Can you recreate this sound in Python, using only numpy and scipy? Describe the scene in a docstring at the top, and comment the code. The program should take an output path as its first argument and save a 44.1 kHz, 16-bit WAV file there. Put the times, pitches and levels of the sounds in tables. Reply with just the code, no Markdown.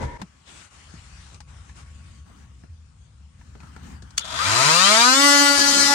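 """Outdoors for a moment, then a small timber-framed cabin: a sinking whine stops abruptly while the air rumble
dips, swells briefly and fades; then filtered noise rustles as clothes, and decaying noise and sines knock on wood.
The switch of a cordless oscillating tool snaps as damped modes; its motor winds up from a loose rattle of
scattered blows to a hard, even buzz of stroke-rate harmonics passing through resonances.
The blade then bites into plywood: the buzz staggers, the teeth rasp and squeal, and the panel drums."""
import sys
import numpy as np
from scipy import signal
from scipy.fft import rfft, irfft, next_fast_len
from scipy.io import wavfile
from scipy.ndimage import uniform_filter1d

SR = 44100
rng = np.random.default_rng(int(sys.argv[2]) if len(sys.argv) > 2 else 0)


def materialize(psi):
    """Save the field psi as 16-bit PCM at rate SR to the path in sys.argv[1].

    A 1-D psi becomes a single channel; in a 2-D psi each row is a channel.
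    """
    bounded = np.clip(np.atleast_2d(psi).T, -1, 1)
    quanta = np.round(bounded * 32767).astype(np.int16)
    wavfile.write(sys.argv[1], SR, quanta)


N = 261954

# Levels in the tables are relative; each function sets the scale of its layers.
# Harmonics of the buzz: (multiple of the stroke rate, left level [dB], right level [dB])
BUZZ_HARMONICS = [(1, -30.5, -20.5), (2, -26, -30), (3, -34.5, -28), (4, -27.5, -22), (5, -18.5, -27.5),
                  (6, -25.5, -26.5), (7, -23.5, -29), (8, -29.5, -50), (9, -72, -44.5), (10, -30, -36),
                  (11, -24.5, -39), (12, -41, -28.5), (13, -29, -34), (14, -51, -61), (15, -33.5, -24),
                  (16, -22, -35), (17, -28, -36.5), (18, -27.5, -34.5), (19, -24.5, -46), (20, -28, -51),
                  (21, -28, -32), (22, -25.5, -41), (23, -36, -42), (24, -25.5, -40), (25, -32, -44),
                  (26, -28.5, -36), (27, -54, -42), (28, -30.5, -32), (29, -40, -40), (30, -32, -50),
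                  (31, -47, -52), (32, -35.5, -36)]
# Housing resonances that lift passing harmonics: (frequency [Hz], full width [Hz], lift [dB])
HOUSING_MODES = [(121, 114, 18), (277, 55, 6), (650, 102, 14.5), (946, 85, 9), (1228, 260, 11),
                 (1540, 126, 12), (2070, 450, 6), (2353, 55, 13.5), (3027, 65, 5), (3590, 110, 7.5)]
# Casing resonances rung by the motor's own orders: (frequency [Hz], full width [Hz], lift [dB])
CASING_MODES = [(2652, 140, 7), (3120, 190, 1.9), (3600, 200, 4), (3750, 67, 14.7)]
# The motor's own orders: (multiples of the stroke rate)
MOTOR_ORDERS = (16, 20)
# Critical speed at which the rotor shakes: (stroke rate [Hz], full width [Hz], lift [dB])
CRITICAL_SPEED = [(192.6, 19, 8.5)]
# Harmonics that flare at the critical speed: (multiples of the stroke rate)
FLARING_ORDERS = (5, 6, 16, 20)
# The binding blade squeals on one harmonic: (centre time [s], length [s], multiple, extra level [dB])
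SQUEALS = [(5.67, 0.14, 6, 6.5), (5.81, 0.16, 18, 14), (5.915, 0.051, 3, 16.5)]
# Spectrum of the rattle's main body: (frequency [Hz], level per Hz [dB])
CLATTER_SPECTRUM = [(180, -20), (300, -12), (420, -20), (560, -17), (680, -11.5), (800, -10), (1000, -3),
                    (1280, 4), (1550, -2), (1950, -6), (2400, -6.5), (3500, -11), (4600, -30), (7700, -100)]
# Spectrum of the rattle's treble: (frequency [Hz], level per Hz [dB])
SIZZLE_SPECTRUM = [(1500, -49), (2500, -64), (3300, -57), (3900, 11.5), (5200, 7.5), (6400, 6), (8000, -5),
                   (9200, -4), (10500, -22.5), (12500, -20), (15800, -37.5)]
# Growth of each rattle band with speed:
# (top level [dB], drop at rest [dB], knee [Hz], change once seated [dB], change under full load [dB])
CLATTER_GROWTH = (-21, 29.5, 70.5, -9.5, 0.5)
SIZZLE_GROWTH = (-20.5, 28.5, 82, -9.5, 9.5)
# The blade in the wood: (time [s], load [0-1], rasp level [dB], panel level [dB])
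CUT_COURSE = [(5.4, 0.01, -120, -120), (5.555, 0.44, -53, -62), (5.585, 0.99, -34, -30),
              (5.64, 0.69, -25, -42), (5.715, .85, -27.5, -40.5), (5.77, 0.78, -22.5, -34),
              (5.83, 1, -23, -34.5), (5.89, 0.84, -53, -42), (5.94, 0.6, -50, -35)]
# Resonances of the blade: (frequency [Hz], half-width at half amplitude [Hz], level [dB])
BLADE_MODES = [(3870, 18, -23), (4470, 21, 14), (5030, 270, 3), (5570, 64, -11), (6180, 21, 16)]
# Spectrum of the drumming plywood: (frequency [Hz], level per Hz [dB])
PANEL_SPECTRUM = [(30, -54), (65, 12.5), (110, -32), (220, 12.5), (420, 3.5), (750, 0.5), (1200, -29),
                  (2500, -31)]
# The switch slides, snaps and bounces: (time [s], level [dB])
SWITCH_CLICKS = [(4.171, -42), (4.1759, -31), (4.179, -10.5), (4.1812, -15), (4.192, -27), (4.1945, -25)]
# Modes of the plastic switch: (frequency [Hz], level [dB], decay by 60 dB [s])
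SWITCH_MODES = [(1354, -8, 0.027), (2940, -21, 0.1), (3420, -6, 0.02), (4430, -4, 0.015),
                (5615, -32, 0.063), (6340, -2, 0.011), (6770, -6.5, 0.015), (8940, -1, 0.012)]
# The motor sings as it starts: (time [s], level [dB])
START_LEVEL = [(4.19, -120), (4.197, -60), (4.215, -39), (4.3, -40), (4.38, -35), (4.48, -31.5),
               (4.6, -120)]
# Resonances of the starting motor: (frequency [Hz], half-width at half amplitude [Hz], level [dB])
START_MODES = [(1450, 150, 3.5), (3510, 300, 9)]
# Knocks on the woodwork: (time [s], knock level [dB], thud over knock [dB], tick over knock [dB], ring [Hz])
KNOCKS = [(0.216, -22, -10, -21.5, 869), (0.939, -49.5, 8, -7, 1220), (1.345, -43.5, -10, -5, 2430),
          (1.404, -32.5, -24, -14.5, 815), (1.694, -38, -25, -24, 1720), (2.297, -48, 2, -29, 710),
          (2.636, -47.5, 7.5, -25, 1760), (3.412, -42, -18, -32, 1730), (3.552, -40, 2, -27, 1340),
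          (3.603, -40, -23, -17, 2500), (3.631, -39.5, -7, -25, 1350), (3.763, -32, -9, -22, 1380),
          (4.022, -41.5, 0.5, -7.5, 1690), (4.106, -53, -9, 1, 1110)]
# Soft bumps on the camera: (time [s], level [dB], frequency [Hz], decay by 60 dB [s])
BUMPS = [(0.022, -20.5, 125.5, 0.12), (0.034, -21, 68, 0.18), (0.225, -17.5, 187, 0.048),
         (0.939, -32.5, 166, 0.069), (2.693, -31.5, 79, 0.21)]
# Clothes rub with each move of the body and brush the camera:
# (start [s], length [s], rustle level [dB], swish over rustle [dB], dull brush over rustle [dB])
RUBS = [(0.25, 0.18, -64, -0.5, -3), (0.491, .15, -53, 4, -9), (0.73, 0.61, -57.5, 4, -12),
        (1.501, 0.2, -58, 0.5, -13), (1.78, 0.017, -52, 1, -3), (1.87, 0.31, -63, 3.5, 1.5),
        (2.284, 0.14, -58.5, -5, 4.5), (2.458, 0.18, -66, -1.5, 2), (3.405, 0.25, -65, 0.5, 6),
        (3.626, 0.34, -54.5, -7, 1.5), (3.845, 0.08, -55.5, 0, 10.5), (4.046, 0.24, -58, -5, 2)]
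# Spectra of the three parts of a rub: (frequency [Hz], level per Hz [dB])
RUSTLE_SPECTRUM = [(150, 4.5), (250, 0), (350, -4.5), (520, -8.5), (800, 1), (1350, 5), (2000, -3.5),
                   (3000, -30), (5000, -34), (9000, -70)]
SWISH_SPECTRUM = [(1200, -7), (2200, -4), (2900, -3), (3700, -6), (4800, -6.5), (7000, -6), (9200, -9),
                  (11000, -30.5), (14000, -42)]
BRUSH_SPECTRUM = [(70, -10), (140, -5.5), (230, -3.5), (400, -21.5), (700, -46.5)]
# Handling rumble of the camera: (time [s], level [dB])
HANDLING_LEVEL = [(0.22, -60), (0.3, -59), (0.66, -57), (0.97, -48), (1.55, -45.5), (2.1, -45.5),
                  (2.55, -48.5), (3.1, -50.5), (3.92, -43.5), (4.18, -48.5)]
# Spectrum of the handling rumble: (frequency [Hz], level per Hz [dB])
RUMBLE_SPECTRUM = [(15, -50), (25, -36), (47, -4.5), (71, 6), (108, -6.5), (139, -7.5), (221, -18.5),
                   (352, -33), (458, -40), (500, -28), (650, -61), (1100, -120)]
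# A faint far tone: (time [s], level [dB])
FAR_TONE_LEVEL = [(1.35, -73), (1.6, -64.5), (2.05, -67.5), (2.4, -68), (2.8, -81)]
# The outdoor moment: (time [s], air level [dB], whine level [dB])
OUTDOOR_LEVELS = [(0, -34, -67), (0.03, -26.5, -62), (0.08, -38, -42.5), (0.174, -41, -42),
                  (0.178, -58, -90), (0.2, -41, -83.5), (0.215, -44, -90), (0.25, -87, -90)]
# Spectrum of the open air: (frequency [Hz], level per Hz [dB])
OUTDOOR_SPECTRUM = [(18, -30), (30, 3.5), (146, -6.5), (329, -9.5), (567, -10), (709, -18), (977, -8),
                    (1110, -22.5), (2100, -19), (2380, -28.5), (5240, -34), (6880, -34), (11000, -48),
                    (14300, -74), (22000, -120)]
# Reverberation of the cabin: (frequency [Hz], decay by 60 dB [s])
CABIN_DECAY = [(200, 0.048), (1500, 0.061), (5000, 0.042), (12000, 0.2)]
# Balance of the stereo noises: (frequency [Hz], left minus right [dB])
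LEFT_LEAN = [(100, 2.5), (250, 2.5), (700, 0), (1100, 5), (1500, 10.5), (2200, 0.5), (3100, 7), (4400, 9.5),
             (6800, 13), (8200, 6.5), (9400, -0.5)]
# Likeness of the two channels: (frequency [Hz], correlation [0-1])
CHANNEL_LIKENESS = [(70, 1), (140, 0.95), (300, 0.12), (700, 0), (1500, 0.071), (8500, 0), (10000, 0.0011)]

# Free spin-up: start, initial acceleration of the stroke rate, time constant of the drag
SPIN_UP_S, ACCEL_HZ_PER_S, DRAG_S = 4.151, 303.7, 3.98
DRIVE_ON_S = 4.2  # the stroke rate is zero before this
# Governed stroke rate, sharpness of the limit (exponent), drop under full load
FULL_HZ, GOVERNOR_KNEE, SAG_HZ = 284.7, 80, 3.5
# Slack in the drive [0-1]; half of the difference is taken up at TIGHTEN_HZ
SLACK_AT_REST, SLACK_AT_SPEED, TIGHTEN_HZ = 0.9, 0.18, 115.3
LOAD_SLACK = 0.41  # added by a full load on the blade
SEAT_HZ = 237.8  # stroke rate above which the drive begins to seat
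# Buzz: level at full speed, growth with speed, change while the drive is unseated
BUZZ_DB, BUZZ_DB_PER_OCTAVE, UNSEATED_DB = -0.5, 13.5, -2
# Change under full load: harmonics of the head, and the less damped orders of the motor
DAMPED_DB, MOTOR_DAMPED_DB = -8, -6.5
RUB_ATTACK_S, RUB_RELEASE_S = 0.028, 0.042
STILL_RUSTLE_DB, STILL_SWISH_DB = -70, -66.5  # between the moves, relative as in the table of rubs
TOP_HZ = 15850  # band limit


def motor(flutter):
    """Governed rotation: drag curves the spin-up, load makes the speed sag and slack makes it flutter."""
    t = np.arange(N) / SR
    load = np.clip(curves(CUT_COURSE)[0], 0, 1)
    free = ACCEL_HZ_PER_S * DRAG_S * (1 - np.exp(-np.maximum(t - SPIN_UP_S, 0) / DRAG_S))
    governed = free / (1 + (free / FULL_HZ) ** GOVERNOR_KNEE) ** (1 / GOVERNOR_KNEE)
    slack_range = SLACK_AT_REST - SLACK_AT_SPEED
    loose = SLACK_AT_SPEED + slack_range / (1 + (free / TIGHTEN_HZ) ** 4) + LOAD_SLACK * load ** 2
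    seated = np.clip((free - SEAT_HZ) / (FULL_HZ - SEAT_HZ), 0, 1)
    unsteady = 1 + flutter * np.sqrt(loose) * wobble(90)
    speed = (governed - SAG_HZ * load) * unsteady * (t > DRIVE_ON_S)
    turns = np.cumsum(speed) / SR
    return speed, turns, loose, seated, load


def buzz(state, stagger, stagger_rate, drift_db, tremble, rolloff_db, steadiness, count=54):
    """Harmonic excitation of resonances: lines of the swinging head swell in passing and stagger under load."""
    on = state[0] > 0
    speed, turns, loose, seated, load = (c[on] for c in state)
    t = np.flatnonzero(on) / SR
    level_db = BUZZ_DB + BUZZ_DB_PER_OCTAVE * np.log2(speed / FULL_HZ) + UNSEATED_DB * (1 - seated)
    out = np.zeros((2, N))

    def chance(rate):
        return wobble(rate, len(t))

    for k in range(1, count + 1):
        # beyond the table the last row repeats, progressively weaker
        row = BUZZ_HARMONICS[min(k, len(BUZZ_HARMONICS)) - 1]
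        ears_db = np.array(row[1:]) - rolloff_db * np.sqrt(max(k - len(BUZZ_HARMONICS), 0))

        # the first three harmonics reach both channels in step, higher ones do not
        likeness = np.clip(along(CHANNEL_LIKENESS, k * FULL_HZ), -1, 1)
        apart = np.arccos(likeness) * (k > 3) * (-1) ** k

        modes = list(HOUSING_MODES) + list(CASING_MODES) * (k in MOTOR_ORDERS)
        ring_db = lift_db(modes, k * speed) - lift_db(modes, k * FULL_HZ)
        ring_db += lift_db(CRITICAL_SPEED, speed) * (k in FLARING_ORDERS)

        load_db = load * (MOTOR_DAMPED_DB if k in MOTOR_ORDERS else DAMPED_DB)
        for centre, length, multiple, squeal_db in SQUEALS:
            if multiple == k:
                load_db = load_db + squeal_db * np.exp(-(2 * (t - centre) / length) ** 2)

        # slack shakes the lowest line least; tremble grows with order even in a tight drive
        shake = loose * k / (k + steadiness)
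        gain_db = level_db + ring_db + load_db + drift_db * shake * chance(14.25)
        depth = stagger * shake + tremble * np.sqrt(k)
        sway = 1 + depth * (chance(stagger_rate) + 1j * chance(stagger_rate))

        line = amp(gain_db) * sway * np.exp(2j * np.pi * (k * turns + rng.random()))
        ears = amp(ears_db) * np.exp([0, 1j * apart])
        out[:, on] += np.sqrt(2) * np.real(ears[:, None] * line)
    return out


def rattle(state, scatter, size_db, grit):
    """Impact across a clearance: the drive fork strikes its bearing and rebounds; slack scatters the blows."""
    speed, turns, loose, seated, load = state
    blows = np.zeros(N)
    # four blows a stroke: (place in the stroke [0-1], signed strength)
    for angle, strength in [(0, 0.52), (0.17, -1.14), (0.47, -0.7), (0.71, 0.28)]:
        at = np.interp(np.arange(1, int(turns[-1])) + angle, turns, np.arange(N))
        slack = loose[at.astype(int)]
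        chance = rng.standard_normal((len(at), 2))
        at = np.clip(at + scatter * SR * slack ** 2 * chance[:, 0], 8, N - 10)
        size = strength * amp(size_db * slack * chance[:, 1]) / np.sqrt(speed[at.astype(int)] + 20)
        # a short sinc places each blow between samples
        taps = at.astype(int)[:, None] + np.arange(-7, 9)
        pulses = size[:, None] * np.sinc(taps - at[:, None])
        blows += np.bincount(taps.ravel(), pulses.ravel(), N)

    on = speed > 0
    friction = on * rng.standard_normal(N) * (1 + np.cos(2 * np.pi * turns)) * np.sqrt(loose)
    shaken = cabin(unit(blows) + grit * unit(friction), direct=0.17)
    out = 0
    for spectrum, growth in ((CLATTER_SPECTRUM, CLATTER_GROWTH), (SIZZLE_SPECTRUM, SIZZLE_GROWTH)):
        top_db, rest_db, knee_hz, seated_db, load_db = growth
        band = placed(shaken, shape(spectrum))
        running_rms = np.sqrt(uniform_filter1d(band.mean(0) ** 2, SR // 12) + 1e-2)
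        level_db = top_db - rest_db * np.exp(-(speed / knee_hz) ** 2)
        level_db += seated_db * seated + load_db * load ** 2
        out = out + band / running_rms * amp(level_db)
    return out * on


def cutting(state, bite, scrape):
    """Friction excitation: the teeth scrape on both swings and ring the blade, while the plywood panel drums."""
    turns = state[1]
    _, rasp_db, panel_db = curves(CUT_COURSE)
    touching = rasp_db > rasp_db[0]
    contact = np.abs(np.sin(np.pi * turns + np.pi / 4) * np.cos(2 * np.pi * turns)) ** 2
    # the teeth catch about once a stroke, at a slightly uneven place
    catches = np.diff(np.floor(turns + 0.0085 * wobble(150)), prepend=0)
    teeth = unit(catches) + scrape * unit(contact * rng.standard_normal(N))
    teeth_in_room = cabin(teeth * amp(bite * wobble(70)), direct=0.51)
    rasp = placed(teeth_in_room * touching, resonant(BLADE_MODES))
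    rasp *= np.sqrt(np.mean(touching))  # rms 1 while the blade touches
    return amp(rasp_db) * rasp + amp(panel_db) * noise(shape(PANEL_SPECTRUM))


def switch(crack, crack_t60, ring_db):
    """Modal impact: the plastic slider snaps and bounces; the motor sings briefly as it takes current."""
    t = np.arange(SR // 8) / SR
    rise = 1 - np.exp(-t / 0.00053)
    clicks = np.zeros((2, N))
    for s, db in SWITCH_CLICKS:
        ring = 0
        for hz, level, t60 in SWITCH_MODES:
            ring = ring + amp(level - 60 * t / t60) * np.sin(2 * np.pi * (hz * t + rng.random((2, 1))))
        snap = crack * amp(-60 * t / crack_t60) * rng.standard_normal((2, len(t)))
        clicks[:, round(s * SR):][:, :len(t)] += amp(db) * (amp(ring_db) * ring + snap) * rise
    tone = shape([(300, -59), (1100, -3.5), (7500, 5.5), (10000, -9), (15000, -21)])
    clicks = filtered(clicks, tone) * amp([[2.5], [-2.5]])  # stronger on the left
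    song = amp(curves(START_LEVEL)[0]) * noise(resonant(START_MODES))
    return clicks + song


def knocks(knock_db, thud_db, tick_db, ring_db, t60, ring_t60, tick_t60):
    """Light impact on timber: a dull thud, a woody knock with a short ring, and a tick decay at their own rates."""
    u = np.arange(SR // 4) / SR
    thud, knock, tick, ring = np.zeros((4, N))
    rise = 1 - np.exp(-u / 0.00062)  # soft contacts take a moment to build
    for s, db, low_db, high_db, hz in KNOCKS:
        span = slice(round(s * SR), round(s * SR) + len(u))
        thud[span] += rise ** 3 * amp(db + low_db - 60 * u / (2 * t60))
        knock[span] += rise * amp(db - 60 * u / t60)
        tick[span] += amp(db + high_db - 60 * u / tick_t60)
        ring[span] += rise * amp(db - 60 * u / ring_t60) * np.sin(2 * np.pi * hz * u)
    dull = shape([(50, -18), (170, -0.5), (300, -14), (700, -20), (2000, -62)])
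    woody = shape([(300, -63), (800, 11.0), (1400, 2.5), (2400, -1), (5000, -13.5), (10000, -30)])
    bright = shape([(1500, -40), (4000, 11), (9000, 5), (11500, -56)])
    out = amp(thud_db) * thud * noise(dull)
    out += amp(knock_db) * knock * noise(woody)
    out += amp(tick_db) * tick * noise(bright)
    return out + amp(ring_db) * ring * amp([[3], [-3]])


def bumps():
    """Structure-borne sound: soft low thumps pass through the camera's body as damped sines."""
    t = np.arange(SR // 3) / SR
    rise = 1 - np.exp(-t / 0.015)
    out = np.zeros(N)
    for s, db, hz, t60 in BUMPS:
        out[round(s * SR):][:len(t)] += 2 * amp(db - 60 * t / t60) * np.sin(2 * np.pi * hz * t) * rise
    return out


def clothes(grain_db):
    """Frictional noise of cloth: each move adds energy to a rustle, a swish and a dull brush."""
    t = np.arange(N) / SR
    rustle, swish, brush = amp(STILL_RUSTLE_DB), amp(STILL_SWISH_DB), 0
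    for s, length, db, swish_db, brush_db in RUBS:
        before = np.maximum(s - t, 0) / RUB_ATTACK_S
        after = np.maximum(t - s - length, 0) / RUB_RELEASE_S
        rub = amp(db) * np.exp(-before ** 2 - after ** 2)
        rustle = np.hypot(rustle, rub)
        swish = np.hypot(swish, rub * amp(swish_db))
        brush = np.hypot(brush, rub * amp(brush_db))
    cloth = rustle * patchy(shape(RUSTLE_SPECTRUM), depth_db=2.5)
    cloth += swish * patchy(shape(SWISH_SPECTRUM), depth_db=2.4)
    cloth += brush * noise(shape(BRUSH_SPECTRUM))
    folds = amp(grain_db * wobble(93))
    return folds * cloth


def surroundings(rumble_db, grain_db):
    """Superposed background: handling rumble and clothes, quieter once the tool runs, and a faint far tone."""
    t = np.arange(N) / SR
    rumble = amp(curves(HANDLING_LEVEL)[0] + rumble_db) * noise(shape(RUMBLE_SPECTRUM))
    settling = amp(curves([(4.16, -1), (5.1, -12.5)])[0])
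    tone = amp(curves(FAR_TONE_LEVEL)[0]) * np.sin(2 * np.pi * 1112 * t + 0.6 * wobble(15))
    return settling * (rumble + clothes(grain_db)) + tone


def outdoors():
    """Broadband air rumble dips, swells briefly and fades; a slightly sinking narrowband whine ends abruptly."""
    air_db, whine_db = curves(OUTDOOR_LEVELS)
    turns = np.cumsum(curves([(0.03, 967), (0.18, 951)])[0]) / SR  # (time [s], frequency [Hz])
    whine = np.sin(2 * np.pi * turns + 0.4 * wobble(90))
    whine = whine + 0.26 * noise(resonant([(1780, 70, 5.0), (2120, 100, 0.0)]))
    return amp(air_db) * noise(shape(OUTDOOR_SPECTRUM)) + amp(whine_db) * whine


def cabin(x, direct):
    """Reverberation: close timber walls add a short, dense tail, different in each channel."""
    hz, t, z = signal.stft(rng.standard_normal((2, SR // 6)), SR, nperseg=256)
    decay = amp(-60 * t / along(CABIN_DECAY, hz)[:, None])
    tail = signal.istft(z * decay, SR, nperseg=256)[1]
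    tail /= np.linalg.norm(tail[0])
    tail[0, 0] += direct
    tail[1, 18] += direct  # the direct sound reaches the right 18 samples later
    return signal.fftconvolve(x[None], tail, axes=1)[:, :N]


def placed(pair, response):
    """Interaural coherence: unrelated signals mix into coloured stereo with set likeness and lean, mid rms 1."""
    def ears(hz):
        turn = np.arccos(np.clip(along(CHANNEL_LIKENESS, hz), -1, 1)) / 2
        lean = amp(along(LEFT_LEAN, hz) / 2)
        left = [np.cos(turn) * lean, np.sin(turn) * lean]
        right = [np.cos(turn) / lean, -np.sin(turn) / lean]
        return response(hz) * np.array([left, right]) / np.sqrt((lean ** 2 + lean ** -2) / 2)
    return unit(filtered(pair, ears).sum(1))


def noise(response):
    """Filtered random excitation: coloured stereo noise whose mid has rms 1."""
    return placed(rng.standard_normal((2, N)), response)


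def patchy(response, depth_db):
    """Non-stationary noise: its level varies in smooth random patches of time and frequency; mid rms 1."""
    z = signal.stft(rng.standard_normal((2, N)), nperseg=512)[2]
    field = uniform_filter1d(rng.standard_normal(z.shape[1:]), size=6, axis=0)
    field = uniform_filter1d(field, size=14, axis=1)
    patched = signal.istft(z * amp(depth_db * field / field.std()), nperseg=512)[1]
    return placed(patched[:, :N], response)


def resonant(modes):
    """Parallel resonance: response of (frequency [Hz], half-width [Hz], level [dB]) peaks."""
    return lambda hz: sum(amp(db) / (1 + ((hz - c) / w) ** 2) for c, w, db in modes)


def lift_db(modes, hz):
    """Resonant gain in dB of a partial near (frequency [Hz], full width [Hz], lift [dB]) modes."""
    return sum(db / (1 + ((hz - c) / w * 2) ** 2) for c, w, db in modes)


def shape(points):
    """Spectral envelope: response of (frequency [Hz], level [dB]) points."""
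    return lambda hz: amp(along(points, hz))


def filtered(x, response):
    """Linear filtering: the spectrum of x times a response of frequency."""
    m = next_fast_len(N + 8192)
    return irfft(rfft(x, m) * response(np.fft.rfftfreq(m, 1 / SR)), m)[..., :N]


def wobble(rate, size=N):
    """Slow random modulation: normal random values, rate of them a second, joined by straight lines."""
    at = np.arange(size) * rate / SR
    knots = rng.standard_normal(4096)
    return np.interp(at, np.arange(len(knots)), knots)


def curves(rows):
    """Linear interpolation in time: one value a sample for each column after the time."""
    s, *cols = np.transpose(rows)
    return [np.interp(np.arange(N) / SR, s, c) for c in cols]


def along(points, hz):
    """Logarithmic frequency scale: (frequency [Hz], value) points interpolated along it."""
    f, v = np.transpose(points)
    return np.interp(np.log(hz + 1), np.log(f + 1), v)


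def unit(x):
    """Root-mean-square normalisation: the mean of the channels gets rms 1."""
    return x / np.sqrt(np.mean(np.atleast_2d(x).mean(0) ** 2) + 1e-20)


def amp(db):
    """Logarithmic level: decibels to amplitude gain."""
    return 10 ** (np.asarray(db) / 20)


def scene():
    """Superposition of the tool, its switch, the handling sounds and the background."""
    state = motor(flutter=0.0041)
    tool = buzz(state, stagger=0.96, stagger_rate=45, drift_db=8, tremble=0.088,
                rolloff_db=4.0, steadiness=0.5)
    tool += rattle(state, scatter=0.000394, size_db=1.5, grit=0.46)
    tool += cutting(state, bite=4.2, scrape=0.85)
    tool += switch(crack=0.95, crack_t60=0.024, ring_db=0.0)
    handling = knocks(knock_db=-10.5, thud_db=-1.5, tick_db=1.0, ring_db=-4.0,
                      t60=0.055, ring_t60=0.026, tick_t60=0.056)
    handling += bumps()
    return tool + handling + surroundings(rumble_db=2.5, grain_db=0.5) + outdoors()


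def record(dry):
    """Saturation and band limiting: the camera rounds high peaks, weakens deep bass and cuts the top."""
    rounded = dry / (1 + np.abs(dry) ** 8) ** (1 / 8)
    bass = shape([(15, -29), (36, -5), (52, -0.5)])
    return filtered(rounded, lambda hz: (hz < TOP_HZ) * bass(hz))


dry = scene()
out = record(dry)
materialize(out)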